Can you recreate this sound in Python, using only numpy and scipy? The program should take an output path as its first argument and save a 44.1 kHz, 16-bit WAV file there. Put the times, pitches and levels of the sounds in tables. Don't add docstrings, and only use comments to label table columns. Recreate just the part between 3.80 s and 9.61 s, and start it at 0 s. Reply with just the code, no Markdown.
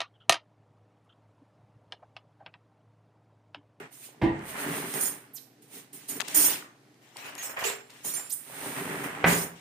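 import sys
import numpy as np
from scipy import signal
from scipy.fft import rfft, irfft, next_fast_len
from scipy.io import wavfile

SR = 44100
rng = np.random.default_rng(int(sys.argv[2]) if len(sys.argv) > 2 else 0)


def to_wav(sig):
    pcm = np.clip(np.atleast_2d(sig), -1, 1) * 32767
    pcm = np.round(pcm).astype(np.int16)
    wavfile.write(sys.argv[1], SR, pcm.T)


N = 256123

# frequency in Hz, width in Hz, level in dB.
BOX_MODES = [(75, 56, -54), (149, 24, -4), (174, 5.7, -8.5), (232.4, 18, 2), (298, 43, 4.5),
             (330, 34, -29.5), (400, 7, -24.5), (528, 12, -14.5), (642, 43, -19.5), (844, 200, 6.5),
             (985, 61, -4), (1175, 32, -13), (1660, 45, -29.5), (1910, 15, -10), (2120, 93, -6.5),
             (2338, 230, -12.5)]


def from_db(db):
    return 10 ** (np.asarray(db) / 20)


def rms_one(x):
    return x / np.sqrt(np.mean(x ** 2) + 1e-20)


def in_time(rows):
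    seconds, *columns = np.transpose(rows)
    return [np.interp(np.arange(N) / SR, seconds, column) for column in columns]


def at_hz(points, hz):
    point_hz, values = np.array(points).T
    return np.interp(np.log(hz), np.log(point_hz), values)


def panned(x, pan_db):
    return x * from_db(np.multiply.outer([.5, -.5], pan_db * np.ones(N)))


def filtered(x, order, hz, kind):
    return signal.sosfilt(signal.butter(order, hz, kind, fs=SR, output="sos"), x)


def ring(clicks, hz, t60):
    radius, angle = from_db(-60 / (t60 * SR)), 2 * np.pi * hz / SR
    poles = [1, -2 * radius * np.cos(angle), radius * radius]
    return signal.lfilter([0, np.sin(angle)], poles, clicks + 1e-18)


def ring_box(bumps, above_hz=0):
    return sum(from_db(db) * ring(bumps, hz, 2.2 / width) for hz, width, db in BOX_MODES if hz > above_hz)


def grains(per_s, spread_db):
    sizes = from_db(spread_db * np.minimum(rng.exponential(1, N), 5))
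    signs = rng.choice([-1, 1], N)
    return sizes * signs * (rng.random(N) < per_s / SR)


def coloured(mid, side, spectrum):
    # frequency in Hz, likeness (held to 0-1 below).
    likeness = [(60, 0.5), (180, 1), (550, 0.7), (1650, 0.38), (4970, 0.27), (15000, -2.5)]
    size = next_fast_len(N)
    hz = np.maximum(np.arange(size // 2 + 1) * SR / size, 1)
    alike = np.clip(at_hz(likeness, hz), 0, 1)
    shared = np.sqrt(1 + alike) * rfft(mid, size)
    opposed = np.sqrt(1 - alike) * rfft(side, size) * [[1], [-1]]
    shaped = (shared + opposed) * from_db(at_hz(spectrum, hz))
    return rms_one(irfft(shaped, size)[:, :N])


def rolling(column):
    # time in seconds, boom of the panels in dB, clatter of the floor in dB, hiss of the runners in dB.
    rolls = [
        [(0.0, -44.5, -44.5, -55), (0.06, -51, -47.5, -74), (0.09, -73, -61, -80), (0.2, -77, -65.5, -100)],
        [(0.40, -59, -66, -95), (0.42, -32.5, -67, -95), (0.56, -45, -47.5, -80), (0.69, -54, -45, -39.5),
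         (0.755, -45, -39, -46.5), (0.81, -46, -36.5, -35), (0.86, -38, -35.5, -41), (0.98, -37.5, -37, -35),
         (1.04, -39, -39.5, -41), (1.13, -47, -45, -37.5), (1.36, -54.5, -51, -50), (1.4, -62, -57, -54),
         (1.7, -69, -72.5, -100)],
        [(4.5, -80, -68, -60), (4.57, -70, -60, -60), (4.65, -63, -59, -50), (4.74, -55, -47, -44.5),
         (4.87, -41.5, -41, -37.5), (4.95, -49, -41.5, -41), (4.98, -36.5, -34.5, -38.5), (5.02, -39, -40, -41),
         (5.12, -35.5, -36.5, -44), (5.21, -40, -38.5, -43.5), (5.385, -48.5, -40.5, -56),
         (5.44, -40.5, -40.5, -58), (5.76, -75, -69, -100), (5.78, -70, -73, -100)],
    ]
    level_db = in_time(sum(rolls, []))[column]
    return panned(from_db(level_db), -1)


def stirring(layer):
    # start in seconds, rise in seconds, hold in seconds, hiss in dB,
    # scrape in dB, clatter in dB, boom in dB, left minus right in dB.
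    stirs = [(0.101, 0.026, 0.11, -50.5, -61.5, -78, -77, -2),
             (0.169, 0.07, 0.024, -46.5, -54, -65, -73, -2),
             (0.414, .003, 0.033, -61.5, -59.5, -58, -70, -2),
             (1.132, 0.0064, 0.047, -33, -49, -38.5, -39, -3),
             (1.182, 0.029, 0.064, -26, -59, -45, -48, -2), (1.774, 0.0082, 0.0091, -88, -83, -82, -61, -1),
             (1.812, 0.012, .005, -56, -64.5, -78, -59, -2),
             (1.857, 0.086, 0.043, -45.5, -52, -57.5, -54.5, -1.5),
             (2.125, .007, 0.03, -43, -58, -59.5, -59.5, -2.5),
             (2.17, 0.024, 0.069, -56.5, -57.5, -65, -62, -1),
             (2.276, 0.014, .01, -30.5, -48.5, -55, -54, -2),
             (2.289, 0.012, 0.076, -41.5, -52, -49, -46.5, -1.5),
             (2.421, 0.028, 0.12, -62, -47, -62, -56, 9.5),
             (2.474, 0.007, 0.1, -43.5, -46, -47.5, -53.5, 0.5),
             (2.54, 0.0085, 0.12, -19, -41, -37, -45.5, -1.5),
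             (2.662, 0.036, 0.039, -31.5, -37.5, -42, -47, 2), (3.0, 0.07, 0.044, -91, -87, -71, -67, 4),
             (3.193, 0.04, 0.12, -68, -64.5, -65.5, -79, 5.5),
             (3.338, 0.034, .05, -52.5, -48.5, -50.5, -70, 4.5),
             (3.383, .07, 0.043, -54, -47, -43.5, -62, 1.5),
             (3.425, 0.0078, 0.028, -70, -60, -57, -56.5, 1.5), (3.54, 0.01, 0.028, -56, -59, -52, -64, 6),
             (3.574, 0.006, 0.036, -48, -45.5, -50.5, -67, -0.5),
             (3.609, 0.019, 0.039, -38, -63, -44.5, -66, -1),
             (3.664, 0.033, 0.014, -43.5, -64, -42.5, -58, -0.5),
             (3.763, 0.0045, 0.073, -57, -48, -35.5, -73, -1.5),
             (3.786, .004, .04, -44.5, -47, -47, -76, 0), (3.832, 0.0088, .045, -33, -35, -37.5, -57, -2),
             (4.091, 0.0075, 0.19, -63.5, -57, -59.5, -69, 2.5),
             (4.232, 0.017, 0.058, -31.5, -53, -47, -49.5, -1.5),
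             (4.329, 0.0099, 0.017, -34.5, -53, -49.5, -65, -1),
             (4.352, .012, 0.035, -37.5, -54.5, -47, -60, -1), (4.42, .01, 0.054, -55, -56, -69, -69, -2.5),
             (5.235, 0.0029, 0.0046, -38, -61, -36, -52, -3),
             (5.442, 0.04, 0.051, -27, -33, -35, -32, -1.5),
             (5.535, 0.017, 0.077, -31.5, -49, -41.5, -57, -1.5),
             (5.73, 0.028, 0.097, -65, -56.5, -73, -73, 5)]
    fall_db_per_s = dict(hiss=255.5, scrape=172, clatter=131.5, boom=127.5)
    climb_db = 26.5
    column = 3 + list(fall_db_per_s).index(layer)
    power, t = np.zeros((2, N)), np.arange(SR // 2) / SR
    for row in stirs:
        start, rise, hold = max(round(row[0] * SR), 0), max(row[1], .001), max(row[2], 0)
        climb = climb_db * np.maximum(1 - t / rise, 0)
        fall = fall_db_per_s[layer] * np.maximum(t - rise - hold, 0)
        level_db = row[column] - climb - fall
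        stir = from_db(2 * level_db + np.array([[1], [-1]]) * row[-1])
        power[:, start:start + len(t)] += stir[:, :N - start]
    return np.sqrt(power)


def room_tone():
    # frequency in Hz, relative level in dB per Hz.
    air_colour = [(15, -64), (25, -41), (64, -28.5), (95, -20.5), (125, -9), (190, -9), (269, 0.5),
                  (426, -8.5), (543, -13.5), (751, -9.5), (1040, -22), (2980, -21.5), (4350, -21),
                  (11200, -30), (14300, -34.5), (15900, -43)]
    air_db = -63
    tones = [(119, -72), (137, -72)]
    air = coloured(rng.standard_normal(N), rng.standard_normal(N), air_colour)
    t = np.arange(N) / SR
    hum = sum(from_db(db) * np.sqrt(2) * np.sin(2 * np.pi * hz * t) for hz, db in tones)
    return from_db(air_db) * air + hum


def box():
    # frequency in Hz, relative level in dB per Hz.
    boom_colour = [(24, -72.5), (40, -35), (59, -42.5), (151, -3), (204, -9.5), (280, -2), (294, 1.5),
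                   (332, -26), (353, -6.5), (387, -2), (450, -7), (580, -27.5), (990, -120)]
    # frequency in Hz, relative level in dB per Hz.
    clatter_colour = [(260, -26), (450, -4), (484, -12), (533, -3.5), (604, 0), (917, -2), (1650, 0),
                      (1830, 0.5), (2600, -6), (3380, -13.5), (5720, -120)]
    boom = coloured(grains(1500, 3.9), grains(1700, 1.5), boom_colour)
    bumps = grains(400, 4.63) + 0.36 * grains(520, 4.4) * [[1], [-1]]
    floor = ring_box(bumps, above_hz=450)
    clatter = coloured(grains(2500, 2.3), grains(2800, 3.7), clatter_colour)
    clatter = rms_one(clatter + from_db(-9) * rms_one(floor))
    boom_gain = np.hypot(rolling(column=0), stirring("boom")).mean(axis=0)
    clatter_gain = np.hypot(rolling(column=1), stirring("clatter"))
    return boom_gain * boom + clatter_gain * clatter


def heap(count):
    # frequency in Hz, relative level in dB per Hz.
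    mode_strength = [(880, -41.5), (1500, -5.5), (2500, 6.5), (4130, -4.5), (5760, -6.5), (6810, -5),
                     (9420, -8), (11000, -17.5), (14500, -4), (15700, -10.5)]
    out = np.zeros((2, N))
    for hz in np.geomspace(1500, 15500, count) * rng.uniform(0.94, 1.02, count):
        tone = ring(grains(50, 4.2), hz, .09)
        apart = np.array([tone, np.roll(tone, rng.integers(3000))])
        out += from_db(at_hz(mode_strength, hz)) * np.sqrt(hz) * apart
    return rms_one(out)


def steel():
    # time in seconds, share from 0 to 1.
    loose = [(0.0, 0.21), (2.0, 0.16), (2.6, 0.33), (3.6, 0.9), (4.45, 0.34), (5.5, 0.36)]
    # frequency in Hz, relative level in dB per Hz.
    hiss_colour = [(3240, -33), (5500, -17), (5960, -63.5), (6450, -4.5), (7280, -29), (8420, 0),
                   (8650, -7.5), (9210, 4.5), (11200, -12.5), (11800, -8), (13900, -4.5), (15400, -0.5),
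                   (15900, -5)]
    # frequency in Hz, relative level in dB per Hz.
    scrape_colour = [(1180, -20), (2000, 3.5), (3930, 2.5), (4380, -0.5), (4860, -2), (5800, -1.5),
                     (6500, -2), (8450, 3), (14300, -120)]
    share = np.clip(in_time(loose)[0], 0, 1)
    rattle = heap(count=140)
    high_rattle = rms_one(filtered(rattle, 4, 6000, "high"))
    low_rattle = rms_one(filtered(rattle, 4, 6000, "low"))
    hiss = coloured(grains(12000, 2.18), grains(17000, 1.66), hiss_colour)
    scrape = coloured(grains(5000, 1.48), grains(4400, 3.16), scrape_colour)
    roll_hiss, stir_hiss, stir_scrape = rolling(column=2), stirring("hiss"), stirring("scrape")
    roll_scrape = np.hypot(from_db(-7) * roll_hiss, from_db(-14) * rolling(column=1))
    hiss_gain = np.hypot(roll_hiss, np.sqrt(1 - share) * stir_hiss)
    scrape_gain = np.hypot(roll_scrape, np.sqrt(1 - share) * stir_scrape)
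    ringing = np.sqrt(share) * (stir_hiss * high_rattle + stir_scrape * low_rattle)
    return hiss_gain * hiss + scrape_gain * scrape + ringing


def knocks():
    # start in seconds, peak in dB, dullest Hz, brightest Hz,
    # ringing of the box against the contact in dB, rise in seconds, length of the run of bumps in seconds.
    blows = [(0.289, -45, 249, 900, -25, .0003, 0.00081), (0.346, -51.5, 250, 1000, -19, .0003, 0.0012),
             (0.414, -16.5, 100, 2780, 9, 0.01, 0.045), (2.424, -33, 299, 1200, -12, .0003, .001),
             (2.232, -49, 298, 1240, -10, .0003, 0.00089), (2.697, -36, 151, 500, -14, 0.00092, 0.0058),
             (2.824, -37, 1100, 1980, -9, .0003, 0.0016), (3.359, -38.5, 388, 1000, -25, 0.00027, 0.00074),
             (4.698, -37.5, 300, 1000, -22, 0.00033, 0.0014),
             (4.859, -30.5, 295, 970, -17, 0.00024, 0.00044), (5.441, -5, 154, 2260, -5.5, 0.00054, 0.043)]
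    out, t = np.zeros(N), np.arange(20000) / SR
    for s, peak_db, dull_hz, bright_hz, body_db, rise, run in blows:
        decay = np.exp(-t / min(run, 0.0055)) + .5 * np.exp(-t / max(run, .001))
        bumps = rng.standard_normal(len(t)) * decay
        bumps *= 1 - np.exp(-t / max(rise, .0001))
        contact = filtered(bumps, 4, [dull_hz, bright_hz], "band")
        body = filtered(ring_box(bumps), 4, bright_hz * 1.11, "low")
        start = round(s * SR)
        blow = (rms_one(contact) + from_db(body_db) * rms_one(body))[:N - start]
        out[start:start + len(t)] += from_db(peak_db) * blow / np.abs(blow).max()
    return out


def kitchen(x):
    t60_s, wall_cut_hz = .52, 3550
    out, dull = np.zeros((2, N)), np.exp(-2 * np.pi * wall_cut_hz / SR)
    lags = (rng.uniform(0.0088, 0.047, 16) * SR).astype(int)
    for k, lag in enumerate(lags):
        loop, gain, state = x.copy(), from_db(-60 * lag / SR / t60_s), [0.]
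        for i in range(lag, N, lag):
            back, state = signal.lfilter([gain * (1 - dull)], [1, -dull], loop[i - lag:i], zi=state)
            loop[i:i + lag] += back[:N - i]
        out[k % 2] += (loop - x) * (-1) ** (k // 2)
    return out


def rings():
    # start in seconds, peak in dB before the waver, frequency in Hz,
    # 60 dB decay time in seconds, left minus right in dB.
    pieces = [(0.432, -15.5, 330.6, 0.35, -0.5), (0.43, -29.5, 182, 0.3, 4), (1.205, -33, 9400, 0.24, -25),
              (2.557, -34, 8921, .28, -6), (2.555, -32.5, 13710, 0.3, -35), (2.559, -31.5, 305, .5, 3),
              (2.56, -47, 6352, .6, -7), (2.558, -32.5, 10750, .3, -25), (3.45, -49, 9700, 0.12, -7),
              (3.586, -35.5, 6540, 0.19, 5), (3.591, -36, 1904, 0.153, 2), (3.63, -41, 7750, .2, -1),
              (3.846, -31, 403, 0.39, 5.5), (3.851, -50.5, 457, 0.42, -44), (3.845, -33.5, 7380, 0.39, 0),
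              (3.851, -31, 6900, 0.17, -4), (3.865, -26.5, 7800, 0.134, 4), (4.251, -36, 9600, 0.17, -14),
              (4.335, -32, 9520, 0.27, -18), (4.366, -32, 7340, 0.32, 2), (4.45, -49, 9400, .2, -23),
              (5.447, -43, 76.3, 0.53, -2), (5.449, -26, 167.3, 0.64, -4)]
    out = np.zeros((2, N))
    for s, peak_db, hz, t60, pan_db in pieces:
        slow_noise = signal.lfilter([1], [1, -1.99, .990025], rng.standard_normal((2, SR)))
        waver = 1 + .35 * rms_one(slow_noise)
        start = round(s * SR)
        t = np.arange(min(round(t60 * SR), SR, N - start)) / SR
        envelope = (1 - np.exp(-t / .004)) * from_db(peak_db - 60 * t / t60)
        tone = envelope * np.sin(2 * np.pi * hz * t)
        sides = from_db([[pan_db / 2], [-pan_db / 2]])
        out[:, start:start + len(t)] += tone * waver[:, -len(t):] * sides
    return out


def ticks():
    # start in seconds, peak in dB, centre in Hz,
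    # length in seconds, left minus right in dB.
    bursts = [(0.591, -44.5, 3200, 0.0039, -7), (1.138, -28, 4000, 0.0044, 1),
              (2.4, -25.5, 1500, 0.0042, 19), (2.405, -17, 4250, 0.002, 20.5),
              (2.406, -29.5, 2430, 0.019, 21), (2.479, -25.5, 4970, 0.011, 4),
              (3.142, -54.5, 2500, 0.0033, 8), (3.225, -56, 4000, 0.0034, 4),
              (3.369, -30.5, 5000, 0.0017, 20), (3.551, -36, 4900, 0.0037, 21),
              (4.102, -41.5, 3500, 0.0056, 3.5)]
    out = np.zeros((2, N))
    for s, peak_db, centre_hz, length, pan_db in bursts:
        size = max(round(length * SR), 20)
        envelope = np.pad(np.hanning(size) ** .7, (0, 1200 - size))
        band = [centre_hz / 3, min(centre_hz * 2.2, 20000)]
        burst = filtered(rng.standard_normal(1200) * envelope, 2, band, "band")
        gain = from_db(peak_db + np.array([[.5], [-.5]]) * pan_db)
        start = round(s * SR)
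        out[:, start:start + 1200] += gain * burst / np.abs(burst).max()
    return out


def squeaks():
    # start in seconds, length in seconds, start Hz, end Hz,
    # level in dB before the roughness.
    glides = [(1.538, .052, 12500, 3400, -46), (1.535, .03, 13000, 15600, -52),
              (1.534, .045, 13400, 12600, -43), (1.552, .03, 9600, 9000, -50),
              (4.498, .035, 4000, 9500, -42), (4.495, .028, 11500, 15300, -36),
              (4.528, .022, 12000, 15200, -33), (4.497, .012, 9200, 8600, -41),
              (4.518, .024, 8400, 9800, -29)]
    tail_db, tail_t60_s = -3, 0.36
    out = np.zeros(N)
    for s, length, start_hz, end_hz, level_db in glides:
        size, start = round(length * SR), round(s * SR)
        rough = signal.lfilter([1], [1, -1.7, .7225], rng.standard_normal(4000))
        rough = rms_one(rough)[:size]
        phase = 2 * np.pi * np.cumsum(np.geomspace(start_hz, end_hz, size)) / SR
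        edges = np.hanning(size) ** .2
        out[start:start + size] += from_db(level_db) * edges * (0.36 + rough) * np.sin(phase)
    t = np.arange(SR // 2) / SR
    tail = rng.standard_normal((2, len(t))) * from_db(-60 * t / tail_t60_s)
    tail *= from_db(tail_db) / np.sqrt(np.sum(tail ** 2) / 2)
    diffuse = signal.fftconvolve(out[None], tail, axes=1)[:, :N]
    return panned(out + diffuse, -6.5)


def scene():
    blows, small = knocks(), ticks()
    wet = kitchen(from_db(-9) * blows + from_db(-27) * small.mean(axis=0) + 1e-18)
    wide = filtered((wet[0] - wet[1]) / np.sqrt(2), 2, 750, "high")
    wet = wet.mean(axis=0) + wide * [[1], [-1]]
    return panned(blows, -2.4) + small + wet + squeaks() + box() + steel() + rings() + room_tone()


def record(dry):
    right_treble_db, cutoff_hz = 5, 15950
    treble = filtered(dry, 1, 6000, "high")
    tilted = dry + treble * (from_db([[-right_treble_db / 2], [right_treble_db / 2]]) - 1)
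    thin = filtered(tilted, 3, 58, "high")
    return signal.sosfilt(signal.cheby2(14, 70, cutoff_hz, fs=SR, output="sos"), thin)


dry = scene()
out = record(dry)
to_wav(out)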